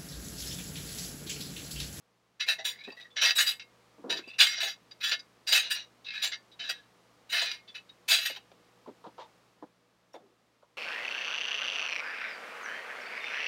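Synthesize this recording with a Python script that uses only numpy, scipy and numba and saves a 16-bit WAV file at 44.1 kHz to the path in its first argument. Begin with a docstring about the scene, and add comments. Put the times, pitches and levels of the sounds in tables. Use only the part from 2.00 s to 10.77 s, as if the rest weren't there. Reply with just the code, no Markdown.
"""Cutlery on a ceramic plate

Steel cutlery is laid, slid and dropped on a dinner plate close to a camera microphone. Each contact
is a short chatter of noisy impacts ringing damped modes of plate and steel; slides add gliding rings.
Fingers bump rim and table as softer bursts through low modes, over filtered-noise room tone and mains hum."""
import sys
import numpy as np
from scipy import signal
from scipy.fft import rfft, irfft, next_fast_len
from scipy.io import wavfile
from scipy.ndimage import uniform_filter1d
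from numba import njit

SR = 44100
rng = np.random.default_rng(int(sys.argv[2]) if len(sys.argv) > 2 else 0)


def file_out(sig):
    """Save sig as 16-bit WAV at sys.argv[1]."""
    # one column per channel
    cols = np.atleast_2d(sig).T
    # limit, then scale
    lim = np.clip(cols, -1, 1)
    pcm = np.round(lim * 32767).astype(np.int16)
    wavfile.write(sys.argv[1], SR, pcm)


N = 386757

# Cutlery contacts: t/s, plate peak/dB, tines re plate/dB (capped at -4), bowl re plate/dB,
# nearest ring f/Hz, fall by 60 dB/s (capped at 0.3)
CONTACTS = [(.402, -19.5, -28, -39, 2016, 0.087), (.467, -28, -19, -20, 2460, .13),
            (.483, -14, -18.5, -22.5, 1804, .12), (0.587, -31, -39, -3.5, 2020, .085),
            (.649, -19.5, -12, -27, 3510, .15), (0.791, -45, -24, -33, 3920, 0.13),
            (0.839, -38.5, -24, -28, 3900, 0.054), (0.882, -42.5, -22, -26, 1870, 0.11),
            (.917, -41, -32, -5, 4680, 0.059), (0.968, -38.5, -24.5, -17, 1947, 0.18),
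            (1.007, -38.5, -29, -36, 3796, .07), (1.045, -42.5, -33, -32, 1895, .1),
            (1.105, -49.5, -30.5, -32.5, 3480, 0.072), (1.165, -22, -43, -25, 2190, 0.34),
            (1.217, -13, -22.5, -20, 3160, 0.14), (1.249, -14, -19, -23.5, 3600, .14),
            (1.292, -13.5, -26, -27.5, 4780, 0.07), (1.356, -16, -11, -25.5, 5200, 0.29),
            (1.381, -12.5, -8.5, -32, 2810, 0.14), (1.407, -19, -5, -31, 2130, 0.039),
            (1.466, -16.5, -13, -34, 4770, .12), (1.508, -31.5, -27, -37, 2970, 0.09),
            (1.597, -33.5, -52, -33, 2720, 0.08), (2.099, -18.5, -23, -16.5, 1800, 0.12),
            (2.168, -28, -25, -30, 4520, 0.066), (2.276, -41.5, -20, -20, 4780, 0.092),
            (2.389, -15.5, -13, -26, 2800, 0.061), (2.402, -5.5, -16.5, -29.5, 1667, 0.12),
            (2.458, -16.5, -16, -32, 2130, 0.17), (2.509, -24.5, -36, -30, 2140, 0.27),
            (2.577, -24, -45, -19, 1650, 0.05), (2.602, -19.5, -19, -25, 4670, 0.17),
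            (2.627, -22.5, -12, -11.5, 2100, 0.14), (2.672, -24, -19, -21, 2140, 0.12),
            (2.912, -37.5, -34, -54, 4790, 0.04), (3.009, -30, -21.5, -36, 2590, 0.067),
            (3.032, -19, -17, -41, 3430, 0.19), (3.068, -22.5, -11.5, -29, 1755, 0.11),
            (3.116, -16.5, -30, -23, 1740, 0.074), (3.194, -35.5, -30, -38, 4850, 0.039),
            (3.473, -18.5, -12, -26, 2780, 0.28), (3.524, -10, -12.5, -22, 4930, 0.084),
            (3.55, -13, -11.5, -23, 2650, 0.077), (3.568, -14, -13, -31, 3140, 0.11),
            (3.628, -28, -34, -21, 2850, 0.2), (3.706, -17.5, -12, -34, 2840, 0.093),
            (3.749, -27, -39, -25, 2870, .17), (4.047, -39.5, -36, -28, 3750, .1),
            (4.135, -32, -27.5, -27, 1703, 0.35), (4.223, -20, -10.5, -23, 4850, 0.11),
            (4.236, -20.5, -13.5, -23.5, 6120, .13), (4.321, -25.5, -43, -25.5, 2138, 0.069),
            (4.518, -48.5, -24, -30.5, 3820, 0.061), (4.596, -28.5, -36, -22, 3030, .14),
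            (4.638, -30, -32, -28, 1695, 0.47), (4.693, -20, -17, -19.5, 1970, 0.058),
            (5.298, -31, -10, -32, 2890, 0.25), (5.323, -18, -19, -20, 2126, 0.39),
            (5.366, -19.5, -34, -49, 2060, .24), (5.415, -20.5, -12.5, -12, 1870, 0.067),
            (5.459, -26, -43, -20, 2450, .21), (5.512, -23.5, -26, -49, 2803, 0.12),
            (5.679, -41, -37, -44, 3465, 0.089), (5.686, -46, -37, -38, 4610, 0.03),
            (5.748, -31.5, -28, -29, 2606, 0.091), (5.893, -41, -38.5, -43, 3804, 0.04),
            (6.085, -16.5, -7.5, -23, 4370, 0.2), (6.109, -11, -14.5, -23, 4720, 0.2),
            (6.17, -24.5, -19, -29, 2780, 0.18), (6.211, -21, -11.5, -29, 2640, 0.21),
            (6.254, -21, -12, -27, 3030, 0.099), (6.291, -30, -23, -19, 2880, 0.18),
            (6.361, -32, -24, -12, 3170, 0.044), (7.225, -56, -24, -15, 3650, 0.096),
            (8.146, -52.5, -13.5, -10, 3550, 0.065), (8.134, -53, -11, -32, 5600, 0.034)]
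# Steel dragged over glaze, per stroke: gliding ring width/Hz, plate re ring/dB, [(t/s, ring level/dB, f/Hz)]
SLIDES = [(251, -2.5, [(.71, -50, 1900), (.74, -49.5, 1950), (.79, -55.5, 2150), (.846, -51, 2480),
          (.89, -53, 2550), (.96, -61, 2720)]), (200, -8, [(2.22, -61, 2600), (2.27, -55, 2650),
          (2.305, -46, 2700), (2.39, -56.5, 2750)]), (297, 3, [(4.06, -61, 2780), (4.07, -47, 2760),
          (4.126, -43, 2560), (4.176, -45, 2570), (4.225, -50, 2470)])]
# Fingers and wrists on rim and table: t/s, peak/dB, skin tap re peak/dB (capped at 0),
# favoured ring f/Hz, fall by 60 dB/s (capped at 0.3)
KNOCKS = [(.873, -34, -20, 400, .068), (1.98, -42.5, -35, 316, 0.25), (2.04, -32, -39, 420, 0.35),
          (2.13, -39, -26, 388, 0.21), (2.188, -37, 3, 364, .077), (2.273, -41, -22, 237, 0.027),
          (6.299, -35.5, -20, 524, 0.029), (6.515, -47, -5.5, 600, 0.029), (6.859, -41, -24, 1006, 0.051),
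          (6.874, -33.5, -27, 397, .083), (7.04, -36, -18, 890, 0.11), (7.065, -38.5, -15.5, 349, 0.052),
          (7.18, -34.5, -16.5, 880, 0.12), (7.197, -39, -7, 890, 0.13), (7.624, -33.5, -27, 322, 0.054),
          (8.141, -36, -14, 668, 0.093), (8.2, -51, -21, 398, 0.43), (8.625, -48, -21.5, 1010, .053)]

# Modes: f/Hz, width/Hz, relative level/dB before the scatter of each contact
# Low bending modes of the plate
BOWL_MODES = [(520, 10.8, -22.5), (572.4, 36.8, -10.5), (676.4, 26, 8), (790, 24, -5.5), (1015, 90, -11)]
# Plate and handles
PLATE_MODES = [(1460, 9, -16), (1460, 8.3, -23), (1758, 59, -8), (1768, 12, -5), (1723, 16, -7),
               (1902, 24, -2), (2148, 9.9, 3), (2293, 17, -22), (2635, 51, -14), (2637, 41, -0.5),
               (2870, 21, -10.5), (2968, 46, -0.5), (3089, 47, -5), (3410, 77, -14.5), (3517, 76, -0.5),
               (3910, 93, -8.5), (3870, 30.6, 5.5), (4024, 130, -2.5), (4190, 25, -14), (4336, 87, -12.5),
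               (4640, 14, -8), (4754, 73, 2), (5260, 23, -28.5), (5920, 16, -6), (5630, 100, -5.5),
               (7050, 110, -18.5)]
# Tines, blade and spoon bowl
TINE_MODES = [(6570, 46, -4), (6990, 37, 0), (8270, 39, -2), (8510, 49, -9), (8920, 38, -7), (9640, 64, -9),
              (10200, 130, -12), (10900, 73, -15), (11100, 39, -11), (12200, 35, -9), (12500, 32, -14),
              (12700, 56, -9), (13600, 68, -14), (13800, 110, -8), (14200, 130, -13), (14400, 35, -10),
              (15600, 120, -15)]
# Table
TABLE_MODES = [(208, 62, 6), (319, 810, 33), (414, 920, 14.5), (590, 67, -4.5), (920, 73, -10.5),
               (1169, 740, -35)]
# Dry tap of a fingertip
SKIN_MODES = [(1670, 170, 10), (2150, 1000, 4), (3460, 1300, 5)]

# Weaker modes, redrawn for every push; the end points bound the family: f/Hz, level re family/dB
BOWL_HUMP = [(380, -17), (700, 0), (1250, 2)]
PLATE_HUMP = [(1380, -38), (1700, -25), (2700, -2), (4000, -14), (6200, -22.5)]
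TINE_HUMP = [(6200, 2.5), (9000, -13), (12500, -21), (15600, -21.5)]

# Room tone spectrum: f/Hz, relative density/dB per Hz
ROOM_SPECTRUM = [(20, -43), (50, -15.5), (90, -18.5), (200, -4.5), (440, -6), (620, -6.5), (970, -9),
                 (1180, -7), (1400, -11.5), (4950, -19), (16000, -35)]
# Room tone swells and sinks: t/s, air rms level/dB
ROOM_SWELL = [(0, -72), (.4, -72), (.6, -65), (1.45, -67.5), (1.75, -64.5), (5.2, -64.5), (7.35, -64.5),
              (7.75, -70), (8.77, -71)]
# Mains hum: f/Hz, sine amplitude re air rms/dB, wavering share/1
HUM = [(65.4, -21, .2), (119.5, -8.5, 0.15), (178, -11, 0.25), (485, -12.5, 0.81)]

PLATE_TOP_DB = max(db for hz, width, db in PLATE_MODES)
MAIN_RING_HZ, MAIN_RING_DB = 3824, -2.5  # joins the nearest ring; level re that ring
CONTACT_RISE_S, LIGHT_RISE_S, KNOCK_RISE_S = .011, .005, .0029
LIGHT_DB = -33  # contacts at or below are quick ticks
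SLIDE_TOP_HZ = 5530
STICK_S, STICK_DB = .006, 4  # stick-slip step and its level scatter
TOP_HZ = 15900


def contacts():
    """Each blow rings plate, tines and bowl in its own balance."""
    out = np.zeros(N)
    for s, peak_db, tine_db, bowl_db, near_hz, fall_s in CONTACTS:
        rise_s = CONTACT_RISE_S if peak_db > LIGHT_DB else LIGHT_RISE_S
        push = blow(rise_s, fall_s, rough_db=3.2)
        start_s = s - .002 - .5 * rise_s  # chatter is half built when it stands out

        # a light touch wakes little but the nearest modes
        lead_db = PLATE_TOP_DB + np.clip(-peak_db - 22, -3, 25)
        main_db = min(lead_db + MAIN_RING_DB, PLATE_TOP_DB + 6)
        lead = [(near_hz, 40, lead_db), (MAIN_RING_HZ, 40, main_db)]

        plate = family(push, PLATE_MODES, PLATE_HUMP, count=20, lead=lead)
        add(out, start_s, peak_at(plate, peak_db))
        tines = family(push, TINE_MODES, TINE_HUMP, count=20)
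        add(out, start_s, peak_at(tines, peak_db + min(tine_db, -4)))
        bowl = family(push, BOWL_MODES, BOWL_HUMP, count=6)
        add(out, start_s, peak_at(bowl, peak_db + bowl_db))
    return out


def slides():
    """Stick-slip grit rings the plate, and a ring that glides as the contact point moves."""
    out = np.zeros(N)
    for width_hz, plate_db, stroke in SLIDES:
        s, level_db, glide_hz = np.transpose(stroke)
        t = np.arange(s[0], s[-1], 1 / SR)
        step = ((t - s[0]) / STICK_S).astype(int)
        stick_db = STICK_DB * rng.standard_normal(100)[step]
        push = grit(len(t), rough_db=2.5) * undb(stick_db)

        lead = [(MAIN_RING_HZ, 40, PLATE_TOP_DB + 2.5)]
        plate = family(push, PLATE_MODES, PLATE_HUMP, count=20, lead=lead)
        plate = plate / plate.std()

        # two equal poles at 0 Hz, shifted to the gliding pitch
        turn = np.exp(2j * np.pi * np.cumsum(np.interp(t, s, glide_hz)) / SR)
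        pole = [1, -np.exp(-np.pi * width_hz / SR)]
        shifted = (plate + push) / turn
        glide = (signal.lfilter([1], np.convolve(pole, pole), shifted) * turn).imag

        rub = glide / glide.std() + undb(plate_db) * plate
        rub = band(rub, PLATE_HUMP[0][0], SLIDE_TOP_HZ)
        add(out, s[0], rub * undb(np.interp(t, s, level_db)))
    return out


def knocks():
    """Soft flesh pushes the table's low modes, with a dry skin tap on top."""
    out = np.zeros(N)
    lead_db = max(np.transpose(TABLE_MODES)[2]) + 5
    for s, peak_db, tap_db, hz, fall_s in KNOCKS:
        push = blow(KNOCK_RISE_S, fall_s, rough_db=3)
        table = body(push, TABLE_MODES, lead=[(hz, .15 * hz, lead_db)])
        table = band(table, max(210, .5 * hz), 1400)
        add(out, s - .002, peak_at(table, peak_db))
        tap = band(body(push, SKIN_MODES), 1300, 7000)
        add(out, s - .002, peak_at(tap, peak_db + min(tap_db, 0)))
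    return out


def walls(x, t60_s=.14, wet_db=-15):
    """Small furnished room: a fading noise tail from the first reflection at 4 ms."""
    t = np.arange(int(.3 * SR)) / SR
    tail = rng.standard_normal(len(t)) * np.exp(-np.log(1000) * t / t60_s) * (t > .004)
    tail = tail / np.sqrt(np.sum(tail ** 2))  # unit energy
    return x + undb(wet_db) * signal.oaconvolve(x, tail)[:N]


def room_tone():
    """Air noise shaped in frequency, plus hum sines with narrow-band wavering."""
    hz, db = np.transpose(ROOM_SPECTRUM)
    size = next_fast_len(N)
    f = np.maximum(np.arange(size // 2 + 1) * SR / size, 1)
    gain = undb(np.interp(np.log(f), np.log(hz), db))
    air = irfft(rfft(rng.standard_normal(size)) * gain, size)[:N]

    t = np.arange(N) / SR
    tone = air / air.std()
    for line_hz, line_db, share in HUM:
        waver = ring(rng.standard_normal(N), np.array([float(line_hz)]), np.array([6.]), np.ones(1))
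        line = np.sin(2 * np.pi * line_hz * t) + share * waver / waver.std()
        tone = tone + undb(line_db) * line
    return tone * undb(np.interp(t, *np.transpose(ROOM_SWELL)))


def blow(rise_s, fall_s, rough_db):
    """Dense chatter that builds up, holds briefly, then falls away ever more steeply."""
    fall_s = min(fall_s, .3)
    t = np.arange(int((rise_s + fall_s + .12) * SR)) / SR
    build = np.minimum(t / rise_s, 1) ** 1.5
    fade = np.exp(-np.log(1000) * (np.maximum(t - rise_s, 0) / fall_s) ** 1.7)
    return build * fade * grit(len(t), rough_db)


def grit(count, rough_db):
    """Tiny impacts: noise whose samples now and then stand far out."""
    return rng.standard_normal(count) * undb(rough_db * rng.exponential(size=count))


def family(push, modes, hump, count, lead=()):
    """Main modes plus weaker ones at random pitches, band-limited to the family's range."""
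    hz, db = np.transpose(hump)
    minor_hz = rng.uniform(hz[0], hz[-1], size=count)
    minor_db = np.interp(minor_hz, hz, db)
    minor = [(f, 30, level_db) for f, level_db in zip(minor_hz, minor_db)]
    return band(body(push, list(modes) + minor, lead), hz[0], hz[-1])


def body(push, modes, lead=()):
    """The push rings the modes; where it lands scatters their strengths and picks the leads."""
    hz, width_hz, db = np.transpose(list(modes) + list(lead)).astype(float)
    db[:len(modes)] += 5 * rng.standard_normal(len(modes))  # leads stay unscattered
    return ring(push, hz, width_hz, undb(db))


@njit
def ring(x, hz, width_hz, gain):
    """Parallel damped modes: one complex pole each, levelled at its centre by its gain."""
    y = np.zeros(len(x))
    for m in range(len(hz)):
        r = np.exp(-np.pi * width_hz[m] / SR)
        pole = r * np.exp(2j * np.pi * hz[m] / SR)
        z = 0j
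        for i in range(len(x)):
            z = z * pole + x[i] + 1e-18  # offset avoids denormals
            y[i] += gain[m] * (1 - r) * z.imag
    return y


def band(x, lo_hz, hi_hz):
    """Steep band-pass."""
    sos = signal.butter(4, [lo_hz, hi_hz], "band", fs=SR, output="sos")
    return signal.sosfilt(sos, x)


def peak_at(x, db):
    """Scales to a peak level, taken as 2.5 times the rms of the loudest 6 ms."""
    loudest_rms = np.sqrt(uniform_filter1d(x ** 2, size=256).max())
    return x * undb(db) / (2.5 * loudest_rms)


def add(out, s, x):
    """Mixes x into out from s seconds on."""
    i = int(s * SR)
    out[i:i + len(x)] += x[:N - i]


def undb(db):
    """Decibels to amplitude gain."""
    return 10 ** (np.asarray(db) / 20)


def scene():
    """Plate, steel and table in the room, over the room tone."""
    struck = contacts() + slides() + knocks()
    return (walls(struck) + room_tone())[None]


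def record(dry):
    """The camera cuts the top: steep elliptic low-pass."""
    sos = signal.ellip(10, .2, 60, TOP_HZ, fs=SR, output="sos")
    return signal.sosfilt(sos, dry)


dry = scene()
out = record(dry)
file_out(out)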